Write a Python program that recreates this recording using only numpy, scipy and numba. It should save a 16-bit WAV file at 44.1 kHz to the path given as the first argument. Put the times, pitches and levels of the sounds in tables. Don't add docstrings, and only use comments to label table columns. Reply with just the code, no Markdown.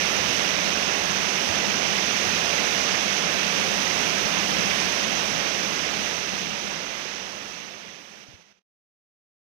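import sys
import numpy as np
from scipy import signal
from scipy.fft import rfft, irfft
from scipy.io import wavfile
from scipy.ndimage import uniform_filter1d
from numba import njit

SR = 44100
rng = np.random.default_rng(int(sys.argv[2]) if len(sys.argv) > 2 else 0)


def file_out(sig):
    cols = np.atleast_2d(sig).T
    lim = np.clip(cols, -1, 1)
    pcm = np.round(lim * 32767).astype(np.int16)
    wavfile.write(sys.argv[1], SR, pcm)


N = 414981

# time in seconds, roar level in dB, level in dB of the boom in the covered port.
FALL_LEVELS = [(0, -26, -39.5), (.45, -25.8, -40.5), (.85, -26.5, -43), (1.4, -26.5, -41.5),
               (1.8, -26.5, -39), (2.15, -26, -42), (2.9, -26, -43), (3.4, -26.5, -41.5), (4.1, -26, -40),
               (4.6, -26, -38), (5.05, -26, -41.5), (5.7, -26, -41.5), (6.4, -26.5, -38.5), (7, -26.5, -43),
               (8.1, -26, -38.5), (8.6, -26.5, -38)]
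# frequency in Hz, filter gain in dB.
OPEN_PORT_TONE = [(20, -37), (60, -18), (90, -12), (220, -3.5), (400, -3), (700, -1.5), (1000, -4),
                  (1500, -3), (2650, 0.5), (4500, -7.5), (6300, -1), (6450, -10.5), (7600, -23.5),
                  (7800, -17.5)]
# frequency in Hz, filter gain in dB.
SPRAY_TONE = [(6500, -37), (7800, 0), (9500, -4.5), (12500, -7.5), (15500, -6.5)]
# frequency in Hz, filter gain in dB.
COVERED_PORT_TONE = [(20, -28), (33, -15), (62, -6), (130, -9.5), (260, -5), (330, -9), (600, -1),
                     (850, -6.5), (1600, -12.5), (2200, -14.5), (3850, -29), (4050, -51), (5700, -45.5),
                     (8500, -66), (11500, -55.5), (14500, -70.5)]
# frequency in Hz, share (0 to 1) of the covered port's power that is the open port's water.
SHARED_POWER = [(60, .05), (130, .2), (300, .8), (550, .7), (800, .35), (1000, .18), (2200, .05), (4000, 0)]
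# frequency in Hz, width in Hz, gain in dB.
CAVITY_MODES = [(167, 25, -2), (200.3, 36, 3.5), (393, 50, -6.5)]
# start in seconds, level in dB, share in the left port (0 to 1), pitch in Hz, decay time in seconds.
KNOCKS = [(1.495, -23, 0, 95, 0.014), (1.553, -27, 0, 120, .01), (8.284, -14, 1, 130, 0.014),
          (8.337, -13, 1, 95, .014)]
FADER_NOTCHES_S = [8.08, 8.243, 8.358, 8.43, 8.527, 8.593, 8.62]

BUBBLE_DB = -11
ROAR_MEAN_DB, SPRAY_DB = -26.5, -21.5
SPRAY_PER_DB = 1.5
COVERED_DB = -15.5
LEFT_LAG_S, COVER_HZ = 0.0002, 606
RUMBLE_HZ, RUMBLE_SWELL_DB, GUST_DB = 125, 1.1, 2.2
END_S, FADE_S, FADE_POWER = 8.63, 4.7, 1.446
NOTCH_S = .005
TOP_HZ = 15460

T = np.arange(N) / SR
HZ = np.maximum(np.arange(N // 2 + 1) * SR / N, 1)


def churn(surge_db, flicker_db):
    rush = rfft(rng.standard_normal(N))
    surge = walk(9)
    out = np.zeros(N)
    for octave in np.arange(4, 16):
        band = np.clip(1 - np.abs(np.log2(HZ) - octave), 0, 1)
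        level_db = surge_db * surge + flicker_db * walk(14)
        out += irfft(rush * band, N) * undb(level_db)
    return unit(out)


def bubbles(count=30000):
    when, pitch, big = rng.random((count, 3)).T
    hz = 250 + 6500 * pitch
    size = undb(10 * big) * np.sqrt(hz)
    start = (when * N).astype(np.int64)
    return unit(ring(start, hz, size, 6., 0.086))


@njit
def ring(start, hz, size, cycles, glide):
    out = np.zeros(N + 8192)
    for k in range(len(start)):
        decay = min(cycles * SR / hz[k], 2000.)
        phase = 0.
        for i in range(int(4 * decay)):
            phase += 2 * np.pi * hz[k] * (1 + glide * i / decay) / SR
            out[start[k] + i] += size[k] * np.exp(-i / decay) * np.sin(phase)
    return out[:N]


def fine_spray():
    gain = undb(along(SPRAY_TONE)) * (HZ > 6500)
    return unit(shaped(churn(.5, .7), gain))


def open_port(water, roar_db):
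    roar = unit(shaped(water, undb(along(OPEN_PORT_TONE)) * (HZ < 7800)))
    spray_db = SPRAY_DB + SPRAY_PER_DB * (roar_db - ROAR_MEAN_DB)
    return roar + undb(spray_db) * fine_spray()


def covered_port(water):
    share = np.clip(along(SHARED_POWER), 0, 1)
    lag = 2 * np.pi * HZ * LEFT_LAG_S + np.arctan(HZ / COVER_HZ)
    late = shaped(water, np.sqrt(share) * np.exp(-1j * lag))
    body = shaped(churn(.4, .8), np.sqrt(1 - share))
    return undb(COVERED_DB) * unit(shaped(late + body, undb(along(COVERED_PORT_TONE))))


def buffet(ports):
    gust_db = RUMBLE_SWELL_DB * walk(5.5) + GUST_DB * np.array([walk(22), walk(22)])
    low = shaped(ports, 1 / (1 + (HZ / RUMBLE_HZ) ** 6))
    return ports + (undb(gust_db) - 1) * low


def cavity():
    gain = 0
    for hz, width, db in CAVITY_MODES:
        gain = gain + undb(db) / (1 + (2 * (HZ - hz) / width) ** 2)
    return unit(shaped(churn(.5, 1.2), gain))


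def knocks():
    out = np.zeros((2, N))
    for s, db, left, hz, decay_s in KNOCKS:
        age = np.maximum(T - s, 0)
        share = np.clip(left, 0, 1)
        thud = undb(db) * np.exp(-age / decay_s) * np.sin(2 * np.pi * hz * age)
        out -= np.outer([share, 1 - share], thud)
    low_cut = signal.butter(2, 45, "high", fs=SR, output="sos")
    return signal.sosfilt(low_cut, out)


def undb(db):
    return 10 ** (np.asarray(db) / 20)


def unit(x):
    return x / np.sqrt(np.mean(x ** 2))


def along(table):
    hz, value = np.transpose(table)
    return np.interp(np.log(HZ), np.log(hz), value)


def shaped(x, gain):
    return irfft(rfft(x) * gain, N)


def walk(rate):
    k = int(SR / rate)
    steps = np.repeat(rng.standard_normal(N // k + 1), k)
    w = uniform_filter1d(uniform_filter1d(steps, k), k)[:N]
    return (w - w.mean()) / w.std()


def fader():
    last_notch = np.searchsorted(FADER_NOTCHES_S, T, "right") - 1
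    held_s = np.where(T < FADER_NOTCHES_S[0], T, np.take(FADER_NOTCHES_S, last_notch))
    left = np.clip((END_S - held_s) / FADE_S, 0, 1)
    gain = np.sin(np.pi / 2 * left) ** FADE_POWER
    return uniform_filter1d(gain, max(int(NOTCH_S * SR), 1)) * (T < END_S)


def scene():
    s, *columns = np.transpose(FALL_LEVELS)
    roar_db, boom_db = (np.interp(T, s, c) for c in columns)
    water = unit(churn(0.25, 0.5) + undb(BUBBLE_DB) * bubbles())
    right = open_port(water, roar_db)
    left = covered_port(water)
    ports = buffet(np.array([left, right])) * undb(roar_db)
    ports[0] += undb(boom_db) * cavity()
    return 2 * ports + knocks()


def record(dry):
    top_cut = signal.ellip(14, .2, 80, TOP_HZ, fs=SR, output="sos")
    return signal.sosfilt(top_cut, dry * fader())


dry = scene()
out = record(dry)
file_out(out)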